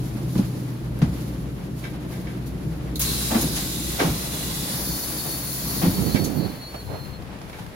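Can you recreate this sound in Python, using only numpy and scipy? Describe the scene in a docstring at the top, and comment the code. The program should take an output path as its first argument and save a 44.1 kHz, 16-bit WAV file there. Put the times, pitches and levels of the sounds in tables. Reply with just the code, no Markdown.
"""Stepping off an idling bus

A passenger's feet thud on the floor while the engine hums. A valve lets the door's air out in
a long hiss, and the door panels clunk free and swing open. As the pressure falls, the vent
whistles. Clothes rustle, shoes scuff over the sill, and a gust buffets the right microphone."""
import sys
import numpy as np
from scipy import signal
from scipy.fft import rfft, irfft, next_fast_len
from scipy.io import wavfile
from scipy.ndimage import uniform_filter1d

SR = 44100
rng = np.random.default_rng(int(sys.argv[2]) if len(sys.argv) > 2 else 0)


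def int16_out(signal):
    """Quantize to a 16-bit WAV file."""
    q = np.round(np.clip(np.atleast_2d(signal).T, -1, 1) * 32767)
    wavfile.write(sys.argv[1], SR, q.astype(np.int16))


N = 341775
TIME = np.arange(N) / SR
DOOR_SWING, STEP_OUT = (3.75, 0.46), (6.32, 0.37)  # each is (start [s], length [s])

# How strongly air flows out of the vent: (time [s], level [dB])
AIR_FLOW = [(3, -32), (3.5, -36.5), (4.2, -37.5), (4.7, -36.5), (5.45, -38), (5.8, -36), (6.15, -42.5),
            (6.6, -56.5), (7.05, -58.5), (7.3, -77)]
# Tone colour of the rushing air, or how strong each pitch is: (frequency [Hz], level [dB])
RUSH_COLOUR = [(400, -10), (1000, -7.5), (2000, -6.5), (2700, -5.5), (3400, -1), (4100, 1.5), (4900, -1),
               (5300, -2), (6000, -3), (7000, -1), (7900, -4), (9500, -10), (16000, -28)]
# The thin fizz on top of the rush: (frequency [Hz], level [dB])
FIZZ_COLOUR = [(5000, -27), (7500, -38), (8800, -8.5), (9600, 2.5), (10400, 0.5), (12000, -1.5),
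               (13800, -1.5), (15000, -6.5), (16000, -3.5)]
# Pitches that the vent's duct boosts: (frequency [Hz], width [Hz], gain [dB])
DUCT_PEAKS = [(1940, 49, 9.5), (3700, 130, 2), (5420, 130, 3), (9580, 230, 2), (13900, 200, 4)]
# How the hiss changes once the door has swung aside: (frequency [Hz], gain [dB])
OPEN_COLOUR = [(1500, 0.2), (2900, -4), (4000, -2), (4400, 1.4), (6800, 1), (7600, -2), (8200, -7),
               (9000, -8), (9800, -3), (10600, 0.9), (12100, -1), (13500, 0), (14500, 3), (16000, 3)]
# Sharp spurts of air; "fade" always means the time to die away by 60 dB:
# (time [s], level [dB], rise [s], fade [s], treble tilt [dB per octave])
SPURTS = [(2.956, -34, 0.0012, 0.13, 4), (2.993, -20, 0.0032, .16, 14), (3.012, -23.5, 0.0065, 0.14, 1),
          (3.403, -26, 0.02, .1, 3.5), (3.55, -31.5, 0.015, 0.27, -3), (6.238, -31.5, 0.011, 0.15, -1.5)]
# Tone colour of the spurts: (frequency [Hz], level [dB])
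SPURT_COLOUR = [(1000, -12), (3000, -7), (3950, 2), (5200, -1), (6600, 8.5), (8500, -8), (10200, 6),
                (12500, 2), (16000, -3.5)]

def door_air():
    """A valve snaps open and air hisses out, turning brighter as the door uncovers the vent."""
    flow_db = curve(AIR_FLOW)[0]
    valve_open, uncovered = ramp(start=2.993, length=0.0044), ramp(start=4.7, length=0.1)
    rush = noise(RUSH_COLOUR) * amp(flow_db - 1.4 * uncovered) * sides(pan_db=-1.5)
    fizz = noise(FIZZ_COLOUR) * amp(flow_db + 1.5 + 3 * uncovered) * sides(pan_db=3)
    hz = np.fft.rfftfreq(N, 1 / SR)
    duct_db = sum(db / (1 + (2 * (hz - centre) / width) ** 2) for centre, width, db in DUCT_PEAKS)
    jet = valve_open * irfft(rfft(rush + fizz) * amp(duct_db), N)
    jet *= amp(0.55 * drift(30))  # the level flickers slightly
    open_share = 0.9 * uncovered
    jet = (1 - open_share) * jet + open_share * filtered(jet, OPEN_COLOUR)
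    return echoes(jet, strength=0.99, spread_s=0.009, sway_s=0.0001217) + bursts(SPURTS, SPURT_COLOUR)


def echoes(x, strength, spread_s, sway_s, count=8):
    """Sound bounces off glass and walls along paths that shift as the passenger moves."""
    out, samples = x.copy(), np.arange(N)
    for side in range(2):
        for distance, rate, phase, coin in rng.random((count, 4)):
            sway = 1 + np.sin(2 * np.pi * (rate * TIME / 2 + phase))
            delay_s = spread_s * distance + sway_s * sway
            echo = np.interp(samples - delay_s * SR, samples, x[side], left=0)
            out[side] += np.sign(coin - 0.5) * strength / np.sqrt(count) * echo
    return out * x.std() / out.std()


# Moments when pressure hits the pipe: (time [s], level [dB], rise [s], fade [s])
PIPE_RINGS = [(2.957, -34.5, .001, 0.1), (3.02, -35, 0.081, 0.69)]
# The narrow band in which the pipe rings: (frequency [Hz], level [dB])
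PIPE_COLOUR = [(2500, -30), (3600, -8), (4000, -3), (4250, 2), (4600, -14), (6500, -35)]

def pipe():
    """Air forced through the valve's pipe makes it ring."""
    return bursts([(*row, 0) for row in PIPE_RINGS], PIPE_COLOUR)


# Pairs of tones, each held until the next: (time [s], main tone [Hz], second tone [Hz], level [dB])
WHISTLES = [(4.7, 4370, 4100, -51), (4.851, 4370, 4690, -42.5), (5.38, 4220, 4430, -49.5),
            (5.62, 4425, 4190, -44.5), (6.02, 4440, 4150, -42.5), (6.281, 4470, 4130, -47),
            (6.591, 4380, 4080, -46), (6.84, 4240, 4140, -51)]

def whistles():
    """Air whistles on the vent's edge, hopping in pitch as the flow weakens; swirls break it up."""
    last_end_s, crossfade_s, second_tone_db = 7.18, 0.06, -4.5
    waver = 1 + 0.0015 * drift(30) + 0.005 * drift(400)
    flutter = amp(1.8 * np.array([drift(45), drift(45)]))
    main, second = (unit_level(1 + depth * np.tanh(2 * drift(16))) for depth in (0.45, 0.95))
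    ends = [row[0] for row in WHISTLES[1:]] + [last_end_s]
    tones = [(6.325, 6.405, 14040, -45, main)]  # one thin, overblown squeak
    for (start, main_hz, second_hz, db), end in zip(WHISTLES, ends):
        tones += [(start, end, main_hz, db, main), (start, end, second_hz, db + second_tone_db, second)]
    out = np.zeros((2, N))
    for start, end, hz, db, strength in tones:
        span = slice(round((start - crossfade_s / 2) * SR), round((end + crossfade_s / 2) * SR))
        t = TIME[span]
        fade = np.minimum(np.minimum(t - t[0], t[-1] - t) / crossfade_s, 1) ** 2
        phase = 2 * np.pi * np.cumsum(hz * waver[span]) / SR
        right_shift = np.pi * (rng.random() - 0.5)
        tone = np.sqrt(2) * np.sin([phase, phase + right_shift])
        add(out, t[0], amp(db) * fade * strength[span] * flutter[:, span] * tone)
    return out


# Notes at which the floor and walls ring: (frequency [Hz], level [dB], fade [s])
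BODY_NOTES = [(84, -18.5, 0.22), (132.8, -4, 0.085), (163.4, 1.5, 0.095), (211, -2.5, 0.067),
              (235.3, -4.5, 0.11), (299, -11.5, 0.086), (430, -19, 0.066), (521, -27.5, 0.059)]

def thud(rise, fade, pitch):
    """One hard push and the shaking after it make the body of the bus ring."""
    shake_colour = [(40, -17), (150, 2), (500, 2), (1500, -37), (5000, -40)]
    force = envelope(rise, fade) * noise(shake_colour, SR // 2)
    force[:, round(rise * SR)] += 300  # the push
    return struck(force, BODY_NOTES, pitch)


# Feet and door hitting the bus:
# (time [s], thud [dB], rise [s], fade [s], pitch [factor], clack [dB], boom [dB])
KNOCKS = [(.353, -21, .001, 0.18, 1.16, -36, -45), (.384, -16, .0028, 0.16, 1.21, -36.5, -44),
          (1.017, -12, .001, .23, .98, -30, -24.5), (3.303, -25.5, .016, .3, 1.43, -27.5, -36),
          (3.341, -16, .0087, 0.35, 1.42, -25.5, -36), (3.411, -23, .025, 0.29, 1.13, -37, -42),
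          (3.984, -21.5, .028, 0.39, 1.75, -23, -37), (4.026, -20, .02, .48, 1.05, -34, -25),
          (5.812, -17, .02, 0.37, 1.14, -27.5, -22), (5.844, -16.5, .017, .17, 1.17, -33, -30),
          (7.584, -35.5, 0.0118, 0.08, 0.77, -41, -52)]
# Tone colour of two surfaces meeting: (frequency [Hz], level [dB])
CONTACT_COLOUR = [(20, -70), (150, -14), (450, 5), (800, 6), (1200, 0), (1600, -2.5), (2200, -4),
                  (2700, -6.5), (3600, -7.5), (5000, -9.5), (7000, -15), (8500, -21), (10000, -14),
                  (16000, -35)]

def steps_and_knocks():
    """Each hit clacks where it lands and thuds in the walls; the floor booms a moment later."""
    boom_delay_s = 0.046
    out = np.zeros((2, N))
    for start, thud_db, rise, fade, pitch, clack_db, boom_db in KNOCKS:
        clack = envelope(rise, 0.94 * fade) * noise(CONTACT_COLOUR, SR // 2, tilt_db=-0.7)
        add(out, start, amp(clack_db) * sides(pan_db=0.5) * clack)
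        add(out, start, amp(thud_db) * thud(rise, fade, pitch))
        add(out, start + boom_delay_s, amp(boom_db) * thud(rise=0.0101, fade=0.36, pitch=0.53))
    return out


# Door seals and soles rubbing:
# (time [s], level [dB], rise [s], fade [s], treble tilt [dB per octave], left over right [dB])
SCUFFS = [(2.995, -44, 0.012, .3, 1, -6), (3.555, -31.5, 0.022, .35, 5.5, -1),
          (5.25, -33, 0.0088, 0.23, -8.5, 3), (6.14, -30.5, 0.01, 0.21, 1, -3),
          (6.738, -33.5, .011, 0.074, -2.5, -5.5), (6.86, -38.5, 0.084, 0.38, -5, -11)]
# Grit under the shoes: (time [s], level [dB])
GRIT = [(7.222, -42), (7.387, -43), (7.415, -37.5), (7.497, -39), (7.53, -40), (7.663, -39.5)]

def scuffs_and_grit():
    """The door's seals and the shoes scuff, then grit ticks underfoot."""
    rise_s, fade_s = 0.001, 0.04
    ticks = [(start, db, rise_s, fade_s, 0) for start, db in GRIT]
    return bursts(SCUFFS + ticks, CONTACT_COLOUR)


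# Loose metal parts shaking: (time [s], level [dB], fade [s])
RATTLES = [(1.836, -39.5, 0.24), (2.125, -49, .37), (2.265, -46.5, 0.32), (3.993, -28, 0.13),
           (6.153, -34, 0.13), (7.525, -46.5, .15)]
# Notes at which those parts ring: (frequency [Hz], level [dB], fade [s])
METAL_NOTES = [(1588, 0.5, 0.06), (1800, -1.5, .03), (2020, 2, 0.028), (2280, 3.5, 0.039),
               (2705, -4, 0.036), (3140, -0.5, 0.02), (3760, 5, 0.0092), (5180, -0.5, 0.0089),
               (6370, -6, .01)]

def rattles():
    """A loose metal part chatters in a spray of tiny taps."""
    out = np.zeros((2, N))
    for start, db, fade in RATTLES:
        taps = rng.standard_normal((2, SR // 2)) ** 3  # cubing makes the noise spiky
        add(out, start, amp(db) * struck(envelope(rise=0.0055, fade=fade) * taps, METAL_NOTES))
    return out


# The low roar of the gust: (frequency [Hz], level [dB])
GUST_COLOUR = [(20, -25), (60, -9), (130, 0), (230, 1), (330, -6.5), (500, -14), (800, -23), (1500, -47),
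               (4000, -64)]
# The deeper murmur of the breeze: (frequency [Hz], level [dB])
BREEZE_COLOUR = [(20, -19), (70, -2.5), (130, 1), (250, -12), (500, -26), (2000, -51)]

def wind():
    """A gust buffets and slaps the right microphone; then a breeze dies down, mostly on the left."""
    gust_end_s, release_s, slap_s, slap_hz, breeze_s = 6.43, 0.07, 6.149, 190, 6.81
    strength = ramp(start=5.91, length=0.083) * np.exp(-np.maximum(TIME - gust_end_s, 0) / release_s)
    buffet = noise(GUST_COLOUR) * strength * amp(-21 + 3.5 * np.tanh(drift(40)))
    swing = (np.pi * slap_hz * (TIME - slap_s)) ** 2
    slap = amp(-0.5) * (2 * swing - 1) * np.exp(-swing)  # a single swing of pressure
    breeze_db = -41 - 4 * np.maximum(TIME - breeze_s, 0) + 4 * np.tanh(drift(14))
    breeze = noise(BREEZE_COLOUR) * ramp(breeze_s, length=0.032) * amp(breeze_db)
    return (buffet + slap) * amp([[-17], [0]]) + breeze * sides(pan_db=15.5)


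# Soft swishes of cloth: (middle [s], level [dB], length [s])
SWISHES = [(.08, -49, .45), (0.376, -47, 0.27), (.61, -50, .38), (1.222, -49, 0.43), (1.84, -50, 0.19),
           (2.17, -51, 0.23), (2.695, -55, .3), (6.803, -54, 0.3), (7.568, -53, .25)]
# Quick brushes of cloth and zips: (time [s], level [dB], rise [s], fade [s], treble tilt [dB per octave])
BRUSHES = [(.376, -34, .004, 0.083, -4.5), (.99, -37.5, .001, .015, 7), (2.455, -45, 0.02, 0.17, 2.5)]
# Tone colour of rubbing cloth: (frequency [Hz], level [dB])
RUSTLE_COLOUR = [(1000, -18), (2500, -6), (4200, 1.5), (5500, -0.5), (7300, -0.5), (8500, -10), (9800, 4.5),
                 (12000, 1), (14500, -0.5), (16000, -10.5)]

def clothes():
    """Cloth rubs faintly all the time, and swishes or brushes with each movement."""
    inside_db, outside_db = -55.5, -60
    power = amp(inside_db + (outside_db - inside_db) * ramp(*STEP_OUT)) ** 2
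    for middle, db, length in SWISHES:
        power += (amp(db) * np.exp(-(2 * (TIME - middle) / length) ** 2)) ** 2
    rustle = noise(RUSTLE_COLOUR) * np.sqrt(power) * amp(1.3 * drift(25))
    left, right = rustle + bursts(BRUSHES, RUSTLE_COLOUR)
    return np.array([filtered(left, [(5000, -1.9), (10000, -0.27)]),
                     filtered(right, [(5000, 1.5), (10000, -3.5)])])


# The engine's hum along the aisle: (time [s], firing tone [dB], octave above [dB])
ENGINE_LEVELS = [(0, -52, -27.5), (1.1, -35, -30.5), (2.1, -40, -35.5), (2.9, -31.5, -34.5),
                 (4.3, -42, -41), (6.3, -41.5, -37.5), (7.75, -56, -69)]

def engine():
    """The idling engine's firing makes a low, wavering tone and another an octave above."""
    firing_hz = 61.9
    firing_db, octave_db = curve(ENGINE_LEVELS)
    phase = 2 * np.pi * np.cumsum(firing_hz * (1 + 0.011 * drift(5))) / SR
    firing = amp(firing_db + 2.1 * drift(4)) * np.sin(phase)
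    octave = amp(octave_db + 0.95 * drift(6.1)) * np.sin(2 * phase)
    return firing + octave


# Rumble of the bus, swelling as the passenger crosses the sill: (time [s], level [dB])
RUMBLE_LEVELS = [(0, -30.5), (2, -32.5), (3.3, -30), (5.55, -35), (5.88, -27), (6.65, -43), (7.75, -43)]
# Tone colour of the rumble: (frequency [Hz], level [dB])
RUMBLE_COLOUR = [(20, -25), (35, -16), (50, 1), (70, -2), (95, -8), (145, 2.5), (190, 1), (240, -5.5),
                 (310, -2.5), (400, -13.5), (520, -17), (800, -28.5), (1500, -35), (4000, -83)]
# The even wash of fans and street: (frequency [Hz], level [dB])
WASH_COLOUR = [(150, -1.5), (500, 3.5), (900, 0), (1400, -4.5), (2100, -6), (2600, -8.5), (3200, -10.5),
               (4500, -14.5), (7000, -24), (8500, -23.5), (10000, -26), (16000, -41)]

def bus_and_street():
    """The body of the bus rumbles; fans and street are loudest in the open doorway."""
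    shut_db, doorway_db, outside_db = -45.5, -41, -44.5
    rumble = noise(RUMBLE_COLOUR) * amp(curve(RUMBLE_LEVELS)[0] + 1.15 * drift(10)) * sides(pan_db=1.3)
    wash_db = shut_db + (doorway_db - shut_db) * ramp(*DOOR_SWING)
    wash_db += (outside_db - doorway_db) * ramp(*STEP_OUT)
    return rumble + noise(WASH_COLOUR) * amp(wash_db + 1.5 * drift(15))


# How alike the two microphones sound: (frequency [Hz], likeness [0 to 1])
LIKENESS = [(30, 0.48), (60, 0.91), (125, 0.94), (250, 0.91), (500, 0.54), (1000, 0), (16000, 0.054)]

def noise(colour, size=N, tilt_db=0):
    """Stereo noise of a given tone colour, with left and right alike in the bass."""
    length = next_fast_len(size)
    hz = np.fft.rfftfreq(length, 1 / SR)
    left, other = rfft(rng.standard_normal((2, length)))
    alike = np.clip(look_up(LIKENESS, hz), -1, 1)
    right = alike * left + np.sqrt(1 - alike ** 2) * other
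    gain = amp(look_up(colour, hz) + tilt_db * np.log2(hz + 1))
    x = irfft(np.array([left, right]) * gain, length)[:, :size]
    return x / x.mean(0).std()


def bursts(rows, colour):
    """One short puff of noise per row; a last, optional column moves it left or right."""
    out = np.zeros((2, N))
    for start, db, rise, fade, tilt_db, *pan in rows:
        add(out, start, amp(db) * sides(sum(pan)) * envelope(rise, fade) * noise(colour, SR // 2, tilt_db))
    return out


def struck(force, notes, pitch=1):
    """A force rings an object's own notes; the loudest moment is scaled to a level of one."""
    t = np.arange(force.shape[1]) / SR
    ring = sum((-1) ** k * amp(db - 60 * t / fade) * np.sin(2 * np.pi * hz * pitch * t)
               for k, (hz, db, fade) in enumerate(notes))
    sound = signal.fftconvolve(force, ring[None], axes=1)[:, :len(t)]
    return sound / np.sqrt(uniform_filter1d(sound.mean(0) ** 2, size=1000).max())


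def envelope(rise, fade):
    """Half a second of loudness that rises smoothly, then dies away."""
    t = np.arange(SR // 2) / SR
    attack = np.sin(np.pi / 2 * np.minimum(t / rise, 1))
    return attack * np.exp(-np.log(1000) * np.maximum(t - rise, 0) / fade)


def drift(rate_hz):
    """A smooth random wobble; a higher rate makes it quicker."""
    hz = np.fft.rfftfreq(N, 1 / SR)
    return unit_level(irfft(rfft(rng.standard_normal(N)) * np.exp(-(hz / rate_hz) ** 2), N))


def filtered(x, colour):
    """Turns each frequency up or down by a tone colour table."""
    return irfft(rfft(x) * amp(look_up(colour, np.fft.rfftfreq(N, 1 / SR))), N)


def look_up(points, hz):
    """Reads between the rows of a frequency table, spaced by octaves."""
    frequencies, values = np.transpose(points)
    return np.interp(np.log(hz + 1), np.log(frequencies + 1), values)


def curve(rows):
    """Joins the rows of a time table with straight lines, one curve per value column."""
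    times, *columns = np.transpose(rows)
    return [np.interp(TIME, times, column) for column in columns]


def ramp(start, length):
    """Goes from 0 to 1 over the given seconds."""
    return np.clip((TIME - start) / length, 0, 1)


def amp(db):
    """Turns decibels into a gain."""
    return 10 ** (np.asarray(db) / 20)


def sides(pan_db):
    """Left and right gains; above zero favours the left."""
    return amp(np.array([[0.5], [-0.5]]) * pan_db)


def unit_level(x):
    """Scales to an average power of one."""
    return x / np.sqrt(np.mean(x ** 2) + 1e-20)


def add(mix, start, sound):
    """Mixes in a stereo sound at a time in seconds."""
    part = mix[:, round(start * SR):][:, :sound.shape[1]]
    part += sound[:, :part.shape[1]]


def scene():
    """All the sounds together, in stereo."""
    door = door_air() + pipe() + whistles()
    background = engine() + bus_and_street() + clothes()
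    return door + background + steps_and_knocks() + scuffs_and_grit() + rattles() + wind()


def record(dry):
    """Cuts off the very highest treble."""
    cutoff_hz = 15900
    low_pass = signal.firwin(801, cutoff_hz, window=("kaiser", 9), fs=SR)
    return signal.oaconvolve(dry, low_pass[None], "same", axes=1)


dry = scene()
out = record(dry)
int16_out(out)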